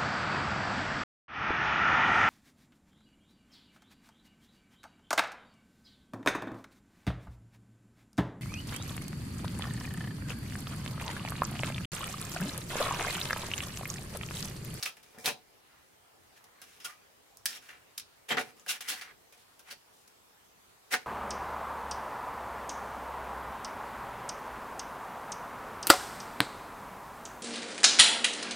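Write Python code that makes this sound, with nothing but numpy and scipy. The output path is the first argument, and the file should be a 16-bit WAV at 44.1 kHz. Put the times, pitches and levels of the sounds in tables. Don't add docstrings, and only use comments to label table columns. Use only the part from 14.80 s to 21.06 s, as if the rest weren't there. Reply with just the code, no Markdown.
import sys
import numpy as np
from scipy import signal
from scipy.io import wavfile
from scipy.ndimage import uniform_filter1d

SR = 44100
rng = np.random.default_rng(int(sys.argv[2]) if len(sys.argv) > 2 else 0)


def store_wav(level_fs):
    pcm = np.round(np.clip(np.atleast_2d(level_fs), -1, 1) * 32767)
    wavfile.write(sys.argv[1], SR, pcm.T.astype(np.int16))


N = 276066

# hz [Hz], level_db [relative dB per Hz]
FIBRE_HISS = [(2900, -33.5), (5000, 1), (6200, -0.5), (7200, -3.5), (8500, -2), (10200, 0.5), (12000, -2.5),
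              (15500, -5), (16500, -2.5)]
LEAN_DB = -0.15


def snapping_ticks():
    # start_s [s], peak_db [dB], ring_hz [Hz], treble_db [dB against the ring], pan_db [dB left over right]
    releases = [(0.0274, -17.5, 5200, -19, 1), (0.0613, -20, 2620, -7, -1), (0.1693, -41.5, 2440, 7, -2),
                (0.386, -36.5, 1900, 10.5, 12), (0.4586, -11, 4060, 3.5, -3), (1.817, -29.5, 6040, 9, 0),
                (2.572, -30, 7480, 32, -2.0), (2.6574, -7.5, 1790, 19, -2), (2.661, -8.5, 5100, 3.5, 2.0),
                (3.1797, -20.5, 3800, 8.5, 0), (3.1986, -25.5, 5130, 3.5, 1.0), (3.572, -51, 1480, -20, -2),
                (3.7974, -40.0, 6940, -4.5, 3.0), (3.8636, -35, 1630, 4.5, -1.0), (4.086, -23, 3540, 5, 0),
                (4.2125, -34, 4520, -6, 3), (4.794, -37, 5780, 10, -1.0), (4.9116, -30.5, 4500, -11, 2),
                (5.279, -45, 5070, 4, 0), (6.1402, -18, 1820, 4, -8), (6.145, -24, 1550, -8, 0)]
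    ticks = np.zeros((2, N))
    for start_s, peak_db, ring_hz, treble_db, pan_db in releases:
        add(ticks, start_s, tick(peak_db, ring_hz, treble_db), pan_db)
    return ticks


def tick(peak_db, ring_hz, treble_db):
    ring = thin(ringing([(ring_hz, 0.17 * ring_hz, 0)]), 1320.0)[:512]
    snap = coloured(FIBRE_HISS)
    both = ring / abs(ring).max() + gain_of(treble_db) * snap / abs(snap).max()
    return gain_of(peak_db) * both[None] / abs(both).max()


def slapping_strips():
    # [ms, before each part's own decay factor]
    slaps = [(0.0273, -35.5, 4140, -6.5, -22, 1.5, 79), (0.054, -37.5, 2600, -9, -15, 1, 165),
             (0.168, -57, 1790, -14, -5.5, -2.5, 140), (0.227, -58.5, 2540, -13, -19, 1.5, 129),
             (0.375, -63, 1830, 1, 13.5, -6, 160), (0.458, -30.5, 2620, -13, -14, 1, 130),
             (0.5, -49.5, 3870, -3, 5, 1.5, 199), (1.638, -62.5, 2120, -6, -15, 4, 97),
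             (1.815, -51.5, 1620, -6, -8.5, 1, 170), (1.999, -52.5, 5120, -4, -18, -2.5, 320),
             (2.092, -50.5, 1244, -4.5, -27, -4, 230), (2.657, -34, 1700, -24, -16, 4, 50),
             (2.886, -48, 2760, -12, -16, -15, 300), (3.176, -43, 5100, -10, -26, 7.5, 61),
             (3.194, -50.5, 5090, -15, -25, 3, 92), (3.864, -47.5, 3020, -10, -4, -5, 55),
             (4.005, -39.5, 2840, -22, -17.5, -1, 129.6), (4.21, -40, 4530, -18, -20, -6.5, 171),
             (4.522, -59.5, 2510, -1.5, -5, 2, 160), (4.791, -58, 1590, -3, -6.5, 3.5, 100),
             (5.274, -63.5, 5460, -12, -3, 5.5, 70.2)]
    rise_ms, hold_ms = 2.35, 3.1
    scrapes = np.zeros((2, N))
    for *contact, t60_ms in slaps:
        add(scrapes, contact[0], stroke(*contact, rise_ms, hold_ms, t60_ms), LEAN_DB)
    return scrapes


def sliding_strips():
    # start_s [s], strip_db [dB], ring_hz [Hz],
    # ring_db, frame_db, hiss_db [dB against the strips], rise_ms [ms], hold_ms [ms]
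    slides = [(0.0, -54, 1240, -4, -7.5, 0.5, 0.55, 64), (0.06, -53, 1315, 3, -7, -12, 3.2, 23),
              (0.25, -67.5, 2450, -7, -9, -1, 10, 95), (0.335, -63, 1440, -2, 5, -10, 10, 21),
              (0.386, -62.5, 2350, 0, -0.5, 6.5, 1.6, 46), (0.435, -40, 3760, -23, -4, -2, 14, 27),
              (0.465, -34, 2600, -5, -2, -2, 11, 15), (0.86, -68.5, 1420, -9, -17, -16, 41, 140),
              (1.555, -61, 1830, -8, -21, -3, 8, 16), (1.74, -64.5, 1130, -5, -15, -18, 11, 80),
              (1.85, -62.5, 2690, -24, -16, -0.5, 19, 107), (2.041, -38.5, 1426, -1, -17, 2.5, 8.5, 4),
              (2.065, -53, 1213, -3, -11, -6, 4, 21), (2.67, -47, 1850, -8, -17, 2.5, 3.4, 36),
              (2.709, -48, 5500, -9, -14, -2.5, 12, 52.4), (2.799, -59.5, 1800, -12, -17, -2, 23, 89),
              (2.93, -58.5, 1330, -2, -14, -19, 3.6, 20), (3.482, -38, 3060, -5.5, -12, -3.5, 8.9, 6.3),
              (3.497, -27.5, 3120, -7, -4.5, -30, 13, 13), (3.535, -43.5, 3150, -16, 7.5, -25, 7.5, 4),
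              (3.569, -27, 1465, -9.5, -6, -37, 0.5, 18), (3.587, -38.5, 3760, -18, -4, -6.5, 3.5, 26),
              (3.64, -56.5, 1910, -22, -4, -5.5, 7.1, 55), (3.76, -65, 1247, -3, -1.5, -0.5, 7.8, 46),
              (3.874, -33, 2820, -6.5, -18.5, 2, 19.4, 18), (3.92, -44, 3020, -19, -17, -4, 3.8, 39.6),
              (4.031, -49, 3030, -22, -15, -6.5, 18, 25), (4.073, -40.5, 2830, -19, -20, -3, 6, 4),
              (4.085, -34, 3040, -20, -19, 1, 1.1, 17.5), (4.108, -39.5, 4320, -7.5, -11.5, -2.5, 5.8, 26),
              (4.15, -47.5, 2000, -13, -17, -4.5, 8.2, 37.4), (4.24, -52.5, 1320, -13, -16.5, -21, 6.1, 67),
              (4.57, -68.5, 4290, -16, -3, 2, 6.2, 45), (4.84, -52, 3000, -25, -14, -7, 46, 19),
              (4.897, -43.5, 4530, -15, -13, -3, 14.4, 9.4), (5.12, -81.5, 1980, -12, -11, 12.5, 18, 95),
              (6.102, -30.5, 2120, -8, -10, -3, 27.8, 8.9), (6.128, -26.5, 1880, -10, -9, -8.5, 9.4, 4),
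              (6.185, -55, 1810, -16, -17, -10, 9.2, 38)]
    t60_ms = 103.4
    scrapes = np.zeros((2, N))
    for row in slides:
        add(scrapes, row[0], stroke(*row, t60_ms), LEAN_DB)
    return scrapes


def stroke(start_s, strip_db, ring_hz, ring_db, frame_db, hiss_db, *shape_ms):
    # [Hz, before the shift by frame_db]
    hand_places = [(0, 576), (.4, 450), (.5, 600), (2.5, 525), (3.5, 690), (3.62, 500), (3.85, 700),
                   (4.3, 750), (5.2, 450), (6.1, 850)]
    centre_hz = 3160
    follows_ring = 0.23
    hiss_octaves = 0.08 * max(hiss_db, -6.5)
    mat_hz = centre_hz * (ring_hz / centre_hz) ** follows_ring * 2 ** hiss_octaves
    frame_hz = np.interp(start_s, *np.transpose(hand_places)) * 2 ** (-0.015 * frame_db)
    return scrape(strip_db, mat_hz, ring_hz, ring_db, strip_db + frame_db, frame_hz, strip_db + hiss_db, *shape_ms)


def scrape(strip_db, mat_hz, ring_hz, ring_db, frame_db, frame_hz, hiss_db, rise_ms, hold_ms, t60_ms):
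    # [dB, before leaning]
    strip_modes = [(1474, 14, -2.5), (1890, 500, 5.5), (2347, 17, -5.5), (2760, 340, -2), (3242, 28, -5),
                   (3732, 870, 3), (4480, 26, -43), (5570, 13, -7.5), (5760, 53, -3.5)]
    # [dB, before leaning]
    frame_modes = [(159, 32, -2.5), (260.5, 15, -2), (470, 47, 1.5), (318, 33, -11), (578, 36, 1.5),
                   (742.5, 42, 6), (871, 39, -1.5), (989, 39, -7)]
    # multiple [of its ring], level_db [dB]
    overtones = [(1, 5), (2.35, -9.5), (3.62, -10.5)]

    ms = np.arange(SR // 3) / SR * 1000
    rise = np.minimum(ms / (rise_ms + 0.27), 1) ** 1.6
    after_ms = np.maximum(ms - rise_ms - hold_ms, 0)

    mat = thin(ringing(leaning(strip_modes, mat_hz, 10.2) + [(mat_hz, 0.5 * mat_hz, 6)]), 1210.0)
    own_modes = [(multiple * ring_hz, 0.032 * ring_hz, db) for multiple, db in overtones]
    strip = mat + gain_of(ring_db) * thin(ringing(own_modes), 880.0)
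    frame = thin(ringing(leaning(frame_modes, frame_hz, 4.3)), 0.21 * frame_hz)

    hiss = coloured(FIBRE_HISS)
    fizz = thin(hiss, 5700.0)

    parts = ((strip_db, strip, 0.4, 1.01),
             (frame_db, frame, 0.75, 1.2),
             (hiss_db, hiss - 0.32 * fizz, 0.25, 0.9),
             (hiss_db, 0.17 * fizz, 0.25, 0.65))
    size = catches(len(ms), 450.0, 3.9, 0.26)
    out = 0
    for db, body, same, slower in parts:
        envelope = rise * gain_of(db - 60 * after_ms / (slower * t60_ms + 1))
        drive = envelope * slips(size, same)
        out = out + signal.fftconvolve(drive, body[None], axes=1)[:, :len(ms)]
    return out


def catches(count, per_s, spread_db, share):
    caught = rng.random(count) < per_s / SR
    jolts = caught * gain_of(spread_db * np.minimum(rng.exponential(1, count), 3))
    return 1 + share * evened(signal.lfilter([1], [1, -0.96], jolts))


def slips(size, same):
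    a, b = rng.standard_normal((2, len(size)))
    return evened(size * np.array([a, same * a + np.sqrt(1 - same ** 2) * b]))


def leaning(modes, hz, slope_db):
    return [(f, width, db - slope_db * abs(np.log2(f / hz))) for f, width, db in modes]


def ringing(modes):
    t = np.arange(2048) / SR
    out = 0
    for hz, width, db in modes:
        decay = np.exp(-np.pi * width * t)
        out = out + gain_of(db) * np.sqrt(width) * decay * np.sin(2 * np.pi * hz * t)
    return out / np.linalg.norm(out)


def thin(x, hz):
    return signal.sosfilt(signal.butter(4, hz, "high", fs=SR, output="sos"), x)


def coloured(points):
    log_level = np.log(gain_of(read(points, abs(np.fft.fftfreq(1024, 1 / SR)))))
    spectrum = np.exp(np.conj(signal.hilbert(log_level)))
    out = np.fft.ifft(spectrum).real[:512]
    return out / np.linalg.norm(out)


def rock(x):
    # hz [Hz], t60_s [s]
    rock_decay = [(200, 0.35), (1500, 0.1), (5000, 0.22), (14000, 0.068)]
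    taps = np.zeros((2, SR // 2))
    at = np.arange(60, SR // 2 - 20, 20) + rng.integers(0, 20, (2, (SR // 2 - 61) // 20))
    np.put_along_axis(taps, at, rng.choice([-1., 1.], at.shape), 1)
    hz, t, z = signal.stft(taps, SR, nperseg=128)
    fade = gain_of(-60 * t / read(rock_decay, hz)[:, None])
    tail = signal.istft(z * fade, SR, nperseg=128)[1]
    return signal.fftconvolve(x, tail / np.linalg.norm(tail[0]), axes=1)[:, :N]


def air():
    # hz [Hz], level_db [relative dB per Hz]
    air_spectrum = [(18, -38), (30, -20), (103, -0.5), (141, -6.5), (364, -4), (415, -1), (584, -5),
                    (702, -3), (889, -4), (2980, -11.5), (4190, -14), (14800, -19.5), (16000, -23.5)]
    # time_s [s], low_db [relative dB under about 2.4 kHz], high_db [relative dB above]
    air_swell = [(0.0, -1, 0.5), (6.26, -1.5, 2)]
    # hz [Hz], same [-1 to 1]
    air_likeness = [(60, 1), (240, -0.00026), (950, -0.051), (3770, -0.043), (15000, 0.036)]

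    frames, hz = N // 256 + 5, np.fft.rfftfreq(1024, 1 / SR)
    a, b, c, d, patches = rng.standard_normal((frames, 513, 5)).T
    patches = evened(uniform_filter1d(uniform_filter1d(patches, 12, 0), 14, 1))

    time_s, low_db, high_db = np.transpose(air_swell)
    t = np.arange(frames) * 256 / SR
    high = (hz ** 2 / (hz ** 2 + 2400.0 ** 2))[:, None]
    swell_db = (1 - high) * np.interp(t, time_s, low_db) + high * np.interp(t, time_s, high_db)

    same = np.clip(read(air_likeness, hz), -1, 1)[:, None]
    left = a + 1j * b
    right = same * left + np.sqrt(1 - same ** 2) * (c + 1j * d)
    level_db = read(air_spectrum, hz)[:, None] + 1.7 * patches + swell_db
    z = np.array([left, right]) * gain_of(level_db)
    out = signal.istft(z, nperseg=1024, noverlap=768)[1][:, :N]
    return gain_of(-62.0) * evened(out)


def gain_of(db):
    return 10 ** (np.asarray(db) / 20)


def evened(x):
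    return x / np.sqrt(np.mean(x ** 2) + 1e-20)


def read(points, hz):
    f, value = np.transpose(points)
    return np.interp(np.log(hz + 1), np.log(f + 1), value)


def add(mix, start_s, sound, pan_db):
    part = mix[:, round(start_s * SR):][:, :sound.shape[-1]]
    panned = gain_of([[pan_db / 2], [-pan_db / 2]]) * sound
    part += panned[:, :part.shape[1]]


def scene():
    ticks = snapping_ticks()
    scrapes = slapping_strips() + sliding_strips()
    to_rock = gain_of(-4) * ticks + gain_of(-13.5) * scrapes
    return ticks + scrapes + rock(to_rock) + air()


def record(dry):
    edge_hz = 16100
    low_pass = signal.firwin(511, edge_hz, window=("kaiser", 9), fs=SR)
    return signal.oaconvolve(dry, low_pass[None], "same")


dry = scene()
out = record(dry)
store_wav(out)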